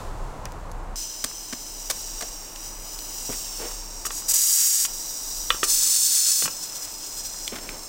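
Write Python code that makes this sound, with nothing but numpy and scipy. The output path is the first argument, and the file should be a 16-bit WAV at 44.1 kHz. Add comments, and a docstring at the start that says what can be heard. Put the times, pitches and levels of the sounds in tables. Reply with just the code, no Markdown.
"""First comes about a second of calm yard: a distant rumble, faint air hiss and a few ticks over a deep drone.
Then, abruptly, a pressure kettle on glowing charcoal: steam leaks past its weighted valve as flickering noise.
A poker stabs the coals (clusters of clicks), then clanks on the valve (ringing modes) and lifts it, so steam jets out.
Shoes scuff the paving, embers crackle as random clicks, and the yard behind is smooth coloured noise.
A gain control holds the loud jets nearly level, so the yard sinks beneath them."""
import sys
import numpy as np
from scipy import signal
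from scipy.fft import rfft, irfft, next_fast_len
from scipy.io import wavfile
from scipy.ndimage import uniform_filter1d, map_coordinates

SR = 44100
rng = np.random.default_rng(int(sys.argv[2]) if len(sys.argv) > 2 else 0)


def unload_audio(sound):
    """Save the sound as a 16-bit wav file, at the path given as the first command line argument."""
    columns = np.transpose(np.atleast_2d(sound))
    # keep every value between -1 and 1, then stretch to whole-number steps
    steps = np.round(np.clip(columns, -1, 1) * 32767)
    wavfile.write(sys.argv[1], SR, steps.astype(np.int16))


N = 347688
TIME = np.arange(N) / SR   # seconds

# All "colours" are spectra: pitch_hz, level_db (power per Hz, only the shape counts)

# Steam leaking past the seated valve: time_s, level_db, top_db (treble above 9600 Hz, relative to the rest)
LEAK = [(0.96, -33, -8.5), (1.12, -38.5, -7), (1.55, -40, -5.5), (1.95, -39, -4), (2.06, -36, -7.5),
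        (2.55, -43.5, -2.5), (2.67, -38.5, -5), (2.75, -44, -2.5), (2.88, -40, -1.5), (3.32, -35.5, -3.5),
        (3.75, -37.5, -5), (3.83, -41.5, -7), (4.2, -37.5, -6), (4.9, -36, -2.5), (5.5, -35, -3.5),
        (6.55, -36.5, -4.5), (7.46, -36, -5.5), (7.6, -40.5, -4.5)]
# Colour of the leaking steam: pitch_hz, level_db
LEAK_COLOUR = [(1500, -15), (2150, -27), (3400, -15), (4050, -7.5), (4500, -10), (5100, 0.5), (5750, 1),
               (6400, -3.5), (7800, -3), (8900, -8), (10200, -16), (12000, -16), (13500, -10), (15000, -7)]
# Resonances of the narrow vent pipe: pitch_hz, width_hz (two filters in a row, each twice this wide), level_db
VENT_PIPE = [(2930, 420, -8), (5820, 330, 0), (8750, 500, -15), (14750, 700, -12)]
# From each start time the hiss has this pipe sound:
# start_s, pipe_db (relative to the leak), lowest_db (extra on the lowest resonance), wobble_db
PIPE_SOUNDS = [(0.958, -3, -4, .5), (2.75, -6, -.5, .5), (3.75, -4, -7, .5), (4.86, -3, -12, .4),
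               (6.47, -15, 4, 1.7), (7.48, -19, 2, 1.0)]
# The poker lifts the valve: opens_s, attack_s, widest_s, drops_s, opening_db, swell_db (extra at the widest)
LIFTS = [(4.051, .004, 4.068, 4.071, -28, 4.5), (4.107, .01, 4.175, 4.21, -34.5, 4),
         (4.28, .009, 4.315, 4.322, -19, 1.5), (4.33, .012, 4.68, 4.858, -17.5, 9),
         (5.63, .006, 5.645, 5.652, -21.5, 2.5), (5.658, .035, 6.3, 6.462, -20.5, 7.5)]
SWELL_SHAPE = .8   # under 1 the valve lingers near its widest
JET_T60_S = .05   # time for a jet to fall by 60 dB once the valve drops
VALVE_TURNED_S = 5.5   # jets after this have the second colour
# Colour of the jets before the valve is turned: pitch_hz, level_db
FIRST_JET_COLOUR = [(700, -33), (1300, -20.5), (2600, -17.5), (3800, -13), (4900, -4), (5900, 1), (6700, 2),
                    (8000, 1.5), (9000, -1.5), (10000, -6), (12000, -7), (15500, -4.5)]
# Colour of the jets after the valve is turned: pitch_hz, level_db
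SECOND_JET_COLOUR = [(600, -41), (1200, -21), (2200, -20), (3100, -15), (4400, -4), (5300, -1), (6300, 0.5),
                     (8000, 1.5), (9000, -0.5), (10200, -7), (11500, -12), (13000, -8), (14700, -5.5)]
# The hiss also arrives by a detour off a hard surface, which drifts as the listener moves
# and jumps at 7.48 s, where the position changes abruptly: time_s, lag_ms
DETOUR = [(1.7, .98), (1.85, 1.04), (2.5, 1.07), (2.65, 1.02), (3.1, 1.0), (3.55, 1.1), (4.3, 1.03),
          (4.7, 1.045), (5.5, 1.03), (5.68, 1.15), (6.0, 1.12), (6.6, 1.16), (7.478, 1.19), (7.482, .94)]
REFLECTION = .52   # strength of the reflected treble against the direct hiss

# Poker on the valve: start_s, level_db, brightness_hz, thud_db (thud of the kettle)
CLANKS = [(4.052, -22.5, 2000, -35), (4.066, -26, 2030, -33), (4.106, -25, 7000, -40),
          (4.22, -33, 1200, -45), (4.85, -23, 6000, -37), (5.504, -8, 6000, -36), (5.545, -24, 1200, -33),
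          (5.631, -13.5, 7000, -20), (5.641, -25, 2500, -33), (6.423, -18, 2000, -35)]
# Ringing modes of valve and poker, before chance varies each clank: pitch_hz, level_db, t60_s
VALVE_MODES = [(493, -19, 0.047), (895, -18.5, 0.044), (1146, -5, 0.029), (1364, -8, 0.038),
               (1593, -13, 0.037), (1880, -4.5, 0.017), (2207, -27.5, 0.1), (2446, -16, 0.07),
               (2690, -10, 0.034), (2950, -11, 0.067), (3390, -1.5, 0.012), (4050, -15, 0.044),
               (4570, -12, 0.02), (6560, -12, .015)]
# After the last lift the valve rattles back onto its seat; timing and level vary around these
RATTLE_START_S, RATTLE_GAP_S, RATTLE_DB, RATTLE_HZ, RATTLE_THUD_DB = 6.447, .0125, -22.5, 3000, -46

# Poker stabbing the coals: start_s, grit_db, length_s, brightness_hz, thud_hz, thud_db
STABS = [(1.2405, -19, 0.0057, 9000, 278, -30.5), (1.5255, -29, 0.0094, 2500, 220, -34),
         (1.899, -20.5, 0.0057, 9000, 533, -36), (1.907, -21, 0.0062, 9000, 553, -38),
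         (2.208, -26.5, .006, 6000, 593, -43), (2.22, -30.5, 0.011, 4000, 520, -33)]
# Colour of crunching coals: pitch_hz, level_db
COALS_COLOUR = [(200, -6), (400, -20), (570, 3.5), (850, -26), (1130, 4), (1350, -10), (1560, 1),
                (1900, -5), (2250, 0), (2600, -9), (4200, 0), (8000, 3.5), (11000, -4), (15500, -2)]
# Shoes on paving; the row at 6.423 is the low thud of the kettle as the valve drops:
# start_s, grit_db, length_s, brightness_hz, thud_hz, thud_db
SCUFFS_AND_THUD = [(3.291, -41.5, 0.011, 1500, 360, -30.5), (3.318, -39.5, 0.022, 2500, 250, -45),
                   (3.588, -42, 0.073, 1500, 450, -38), (3.655, -48, 0.062, 1000, 600, -44),
                   (6.423, -48, 0.048, 800, 158, -42.5), (6.66, -50, 0.3, 1800, 500, -58),
                   (7.519, -38, 0.025, 1200, 270, -35), (7.555, -36.5, 0.015, 2000, 182, -43),
                   (7.582, -42, .01, 1500, 200, -42), (7.6, -47, 0.17, 800, 377, -46)]
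# Colour of grit on paving: pitch_hz, level_db
PAVING_COLOUR = [(200, -19.5), (600, -2.5), (1200, -0.5), (2100, 2), (3200, 1.5), (6000, 1), (14000, 2)]
# Sharp ticks and crackles: start_s, level_db (before a fixed boost), pitch_hz, t60_s
TICKS = [(.4545, -23, 5500, 0.011), (0.456, -27, 1630, 0.039), (0.521, -28.5, 7000, .004),
         (0.716, -30.5, 6000, 0.0051), (0.721, -34.5, 8000, 0.0033), (1.313, -27, 1300, .012),
         (2.56, -26.5, 3500, 0.01), (2.99, -22, 4500, 0.0057), (4.852, -15, 3000, .025),
         (7.344, -29, 1300, 0.013), (7.478, -15.5, 3300, 0.014), (7.478, -12.5, 7200, 0.0024),
         (7.691, -19.5, 2200, .016)]

# The deep drone: time_s, level_db
DRONE = [(0.0, -37.5), (0.22, -33), (0.66, -37.5), (0.92, -34), (1.05, -46), (1.55, -50), (1.95, -40),
         (2.45, -44.5), (3.4, -41), (4.25, -42.5), (4.5, -53), (4.95, -45), (5.2, -48), (5.42, -37),
         (6.0, -52), (6.5, -55), (7.2, -46.5), (7.88, -43)]
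# Yard background at the grill: time_s, level_db
YARD = [(1.4, -49), (2.6, -46.5), (6.8, -48.3), (7.88, -46.5)]
# Colour of the yard background: pitch_hz, level_db
YARD_COLOUR = [(44, -34), (75, -7), (229, -6.5), (249, -8), (313, -1), (345, -5.5), (371, -6.5), (829, -6),
               (903, -3.5), (1550, -15), (2200, -15.5), (2860, -17), (4840, -120)]
# The calm spot: time_s, rumble_db, air_db (air hiss, before a fixed boost)
CALM = [(0.0, -37, -50.5), (0.12, -37.5, -55.5), (0.94, -39.5, -60.5)]
# Colour of the distant rumble: pitch_hz, level_db
RUMBLE_COLOUR = [(26, -20), (45, -12), (60, -9.5), (146, -13.5), (215, -20.5), (346, -20), (491, -19.5),
                 (1030, -17), (1200, -22.5), (2260, -36.5), (3000, -40.5), (3900, -82), (6600, -120)]
# Colour of the air hiss: pitch_hz, level_db
AIR_COLOUR = [(2500, -6), (3500, -0.5), (5000, -2), (7600, -0.5), (10000, -8.5), (15500, -15)]
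GRILL_START_S = .958   # the calm spot ends here

# Gain control: threshold, share of the excess decibels taken away, time over which it listens
HOLD_DB, HOLD_SHARE, HOLD_S = -20.0, .92, .025
CEILING = .6   # the highest peaks are rounded off towards this
CUTOFF_HZ = 15850   # almost nothing is left above this


def kettle():
    """Steady leak plus a jet at each lift; the hardest clank turns the valve and changes the jet's colour."""
    straight = steam(FIRST_JET_COLOUR, flutter_db=0.44, sputter_db=1.1, patchy_db=.7)
    turned = steam(SECOND_JET_COLOUR, flutter_db=0.8, sputter_db=1.1, patchy_db=1.4)
    jets = np.zeros(N)
    for lift in LIFTS:
        hiss = turned if lift[0] > VALVE_TURNED_S else straight
        jets += jet_level(*lift) * hiss
    return reflected(leak() + jets, share=REFLECTION)


def leak():
    """Steam squeezes past the seated valve and sounds the resonances of the vent pipe."""
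    pipe_db, lowest_db, wobble_db = pipe_sound()
    hiss = steam(LEAK_COLOUR, flutter_db=0.52, sputter_db=1.05, patchy_db=.7)
    body = rms_one(butter(hiss, 9500, "low", order=4))
    top = rms_one(butter(hiss, 9600, "high", order=4))
    flow = rng.standard_normal(N)
    tones = []
    for hz, width, db in VENT_PIPE:
        once = resonance(flow, hz, 2 * width)
        tones.append(from_db(db) * resonance(once, hz, 2 * width))
    lowest, upper = tones[0], sum(tones[1:])
    pipe = rms_one(lowest * from_db(lowest_db) + upper)
    pipe = pipe * from_db(pipe_db + 1.0 * drift(6.2))
    level = from_db(in_time(LEAK) + wobble_db * drift(21))
    return level * (body + pipe + from_db(in_time(LEAK, column=2)) * top)


def pipe_sound():
    """Pipe level, extra level of its lowest resonance and wobble, each held until the next row."""
    rows = np.array(PIPE_SOUNDS)
    latest = np.maximum(np.searchsorted(rows[:, 0], TIME) - 1, 0)
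    return uniform_filter1d(rows[latest, 1:].T, size=2000, axis=1)   # soften the steps


def jet_level(opens, attack_s, widest, drops, db, swell_db):
    """The valve cracks open, is eased up to its widest and back, and drops shut."""
    lift = np.interp(TIME, [opens, widest, drops], [0, 1, 0]) ** SWELL_SHAPE
    attack = np.clip((TIME - opens) / attack_s, 0, 1)
    fall_db = 60 * np.clip(TIME - drops, 0, 1) / JET_T60_S
    return attack * from_db(db + swell_db * lift - fall_db)


def steam(spectrum, flutter_db, sputter_db, patchy_db):
    """Turbulent hiss: droplets in the gap make it flutter and sputter, and its three registers waver apart."""
    hiss = noise(spectrum)
    low = butter(hiss, 4300, "low", order=1)
    below_top = butter(hiss, 8700, "low", order=1)
    registers = (low, below_top - low, hiss - below_top)
    hiss = sum(part * from_db(patchy_db * drift(6.8)) for part in registers)
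    return rms_one(hiss * from_db(flutter_db * drift(33) + sputter_db * drift(500)))


def reflected(x, share):
    """A small hard surface nearby returns mainly the lower treble and combs the hiss into shifting ridges."""
    smooth = (x + 2 * uniform_filter1d(x, size=3)) / 3
    treble = smooth - uniform_filter1d(x, size=9)
    lag_samples = in_time(DETOUR) * SR / 1000
    late = map_coordinates(treble, [np.arange(N) - lag_samples], order=3)
    return (x + share * late) / np.sqrt(1 + share ** 2)


def clanks():
    """Each touch of the poker rings the valve's modes with strengths of its own, and jolts the kettle."""
    out, t = np.zeros(N), TIME[:SR // 4]
    hz, mode_db, t60 = np.transpose(VALVE_MODES)[:, :, None]
    for s, db, bright_hz, thud_db in CLANKS + rattle(count=4):
        strength = from_db(mode_db + 2.4 * rng.standard_normal(hz.shape))
        strength = strength * rng.choice([-1, 1], hz.shape)
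        # the contact point shifts the heavily damped modes most
        pitch = hz + rng.standard_normal(hz.shape) * 1.06 / t60
        modes = strength * from_db(-60 * t / t60) * np.sin(2 * np.pi * pitch * t)
        ring = np.sum(modes, axis=0)
        crack = from_db(-9.5) * rng.standard_normal(len(t)) * from_db(-60 * t / 0.025)
        thud = np.sin(2 * np.pi * 380 * t) * from_db(-60 * t / 0.029)
        clank = butter(ring + crack, bright_hz, "low", order=1)
        add(out, s, from_db(db) * clank + from_db(thud_db) * thud)
    return butter(out, 79, "high")


def rattle(count):
    """Uneven light touches of the valve on its seat, as rows like those of CLANKS."""
    rows = []
    for k, (late, strong) in enumerate(rng.standard_normal((count, 2))):
        start_s = RATTLE_START_S + RATTLE_GAP_S * (k + .3 * late)
        rows.append((start_s, RATTLE_DB + 2.5 * strong, RATTLE_HZ, RATTLE_THUD_DB))
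    return rows


def crunches(events, spectrum, grain_db, grit_t60, thud_t60, thud_width):
    """Brittle grains give way in a quick cluster of clicks, over a dull thud."""
    out, t = np.zeros(N), TIME[:SR // 4]
    uneven = rng.standard_normal(N) * from_db(grain_db * rng.standard_normal(N))
    grains = colour(uneven, spectrum) * from_db(0.73 * drift(380))
    for s, db, length, bright_hz, thud_hz, thud_db in events:
        after = np.maximum(t - length, 0)   # the decay waits until the press is over
        grit = rms_one(butter(grains[int(s * SR):][:len(t)], bright_hz, "low", order=1))
        dull = butter(rng.standard_normal(len(t)), 2.0 * thud_hz, "low")
        thud = rms_one(resonance(dull, thud_hz, thud_width * thud_hz))
        press = 1 - np.exp(-t / (0.1 * length))
        grit = from_db(db - 60 * after / grit_t60) * grit
        thud = from_db(thud_db - 60 * after / thud_t60) * thud
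        add(out, s, press * (grit + thud))
    return out


def ticks():
    """A snap is a burst that dies at once, coloured by one broad resonance."""
    out, t = np.zeros(N), TIME[:SR // 8]
    for s, db, hz, t60 in TICKS:
        burst = rng.standard_normal(len(t)) * from_db(-60 * t / t60)
        add(out, s, from_db(db + 6.5) * resonance(burst, hz, 0.47 * hz))
    return out


def yard_echo(x, t60, wet_db):
    """Fence and wall return a short, dull scatter."""
    t = TIME[:SR // 2]
    scatter = butter(rng.standard_normal(len(t)), 5200, "low")
    scatter = scatter * from_db(-60 * t / t60) * (t > .008)   # nothing returns in the first 8 ms
    echo = signal.fftconvolve(x, scatter / np.linalg.norm(scatter))[:N]
    return x + from_db(wet_db) * echo


def embers(per_s, level_db):
    """Charcoal crackles faintly at random, each crack at one of eight pitches."""
    sizes = from_db(2.2 * np.minimum(rng.exponential(1, N), 3)) * rng.choice([-1, 1], N)
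    cracks = sizes * (rng.random(N) < per_s / SR)
    dealt = rng.integers(0, 8, N)   # which pitch each crack gets
    out = np.zeros(N)
    for k, hz in enumerate(np.geomspace(1200, 8000, 8)):
        # the tiny constant keeps the filter's numbers from becoming too small to compute quickly
        out += resonance(cracks * (dealt == k) + 1e-18, hz, 0.42 * hz)
    return from_db(level_db) * out


def drone():
    """A wavering tone at the bottom of hearing, in a skirt of rumble."""
    phase = 2 * np.pi * np.cumsum(31.2 + 1.6 * drift(4)) / SR   # Hz, added up into phase
    tone = rms_one(np.sin(phase) * from_db(2.5 * drift(5)))
    skirt = noise([(24, 6), (36, -6.5), (50, -11), (80, -15)])
    return from_db(in_time(DRONE)) * rms_one(tone + from_db(-5) * skirt)


def yard():
    """The background at the grill: smooth coloured noise with a slowly changing level."""
    return from_db(in_time(YARD)) * noise(YARD_COLOUR)


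def calm_spot():
    """The calm opening: distant rumble and air hiss, each a smooth coloured noise."""
    rumble = from_db(in_time(CALM)) * noise(RUMBLE_COLOUR)
    air = from_db(in_time(CALM, column=2) + 2.5) * noise(AIR_COLOUR)
    return rumble + air


def from_db(db):
    """Decibels to gain."""
    return 10 ** (np.asarray(db) / 20)


def rms_one(x):
    """Scale to unit power."""
    return x / np.sqrt(np.mean(x ** 2) + 1e-20)


def in_time(rows, column=1):
    """One column of a curve at every sample."""
    rows = np.array(rows)
    return np.interp(TIME, rows[:, 0], rows[:, column])


def drift(rate):
    """Chance that wanders at about this rate in Hz, with a spread of 1."""
    step = 40   # samples between computed points
    r = np.exp(-2 * np.pi * rate * step / SR)
    chance = rng.standard_normal(N // step + 2002)
    slow = signal.lfilter([1], [1, -2 * r, r * r], chance)[2000:]   # skip the filter's start
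    return np.interp(np.arange(N) / step, np.arange(len(slow)), rms_one(slow))


def butter(x, hz, kind, order=2):
    """Causal low- or high-pass filter."""
    hz = np.clip(hz, 10, .45 * SR)
    return signal.sosfilt(signal.butter(order, hz, kind, fs=SR, output="sos"), x)


def colour(x, spectrum):
    """Give x a spectrum that falls steeply beyond its ends; unit power."""
    hz, db = np.transpose(spectrum)
    octave = np.log2(np.maximum(np.arange(N + 1) * SR / (2 * N), 1))
    beyond = np.abs(octave - np.clip(octave, np.log2(hz[0]), np.log2(hz[-1])))
    gain = from_db(np.interp(octave, np.log2(hz), db) - 18 * beyond)   # 18 dB per octave
    size = next_fast_len(N)
    gain = np.interp(np.arange(size // 2 + 1) / size, np.arange(N + 1) / (2 * N), gain)
    return rms_one(irfft(rfft(x, size) * gain, size)[:N])


def noise(spectrum):
    """Smooth coloured noise."""
    return colour(rng.standard_normal(N), spectrum)


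def resonance(x, hz, width_hz):
    """Two-pole resonance with gain 1 on top."""
    r = np.exp(-np.pi * width_hz / SR)
    feed = np.array([1, 0, -1]) * (1 - r * r) / 2
    return signal.lfilter(feed, [1, -2 * r * np.cos(2 * np.pi * hz / SR), r * r], x)


def add(out, s, sound):
    """Mix a sound in at time s."""
    start = int(s * SR)
    out[start:start + len(sound)] += sound[:N - start]


def gain_control(x):
    """Loud sound is held nearly level, so the yard sinks away under each long jet."""
    keep = np.exp(-1 / (HOLD_S * SR))
    power = signal.lfilter([1 - keep], [1, -keep], np.mean(x ** 2, axis=0))
    excess_db = np.maximum(10 * np.log10(power + 1e-12) - HOLD_DB, 0)
    return x * from_db(-HOLD_SHARE * excess_db)


def scene():
    """The calm spot gives way abruptly to the grill; both channels are alike."""
    grill = kettle() + embers(per_s=4.9, level_db=-26) + yard()
    stabs = crunches(STABS, COALS_COLOUR, grain_db=2.5, grit_t60=0.014, thud_t60=0.051, thud_width=0.49)
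    scuffs_and_thud = crunches(SCUFFS_AND_THUD, PAVING_COLOUR,
                               grain_db=5.0, grit_t60=.05, thud_t60=.08, thud_width=.8)
    knocks = yard_echo(clanks() + stabs + scuffs_and_thud + ticks(), t60=.22, wet_db=-20.5)
    place = np.where(TIME < GRILL_START_S, calm_spot(), grill)
    mono = place + knocks + drone()
    return np.array([mono, mono])


def record(dry):
    """The gain control acts, the hardest peaks are rounded, and the top is cut steeply."""
    held = gain_control(dry)
    rounded = held / (1 + (held / CEILING) ** 6) ** (1 / 6)
    top_cut = signal.ellip(12, .1, 80, CUTOFF_HZ, fs=SR, output="sos")
    return signal.sosfilt(top_cut, rounded)


dry = scene()
out = record(dry)
unload_audio(out)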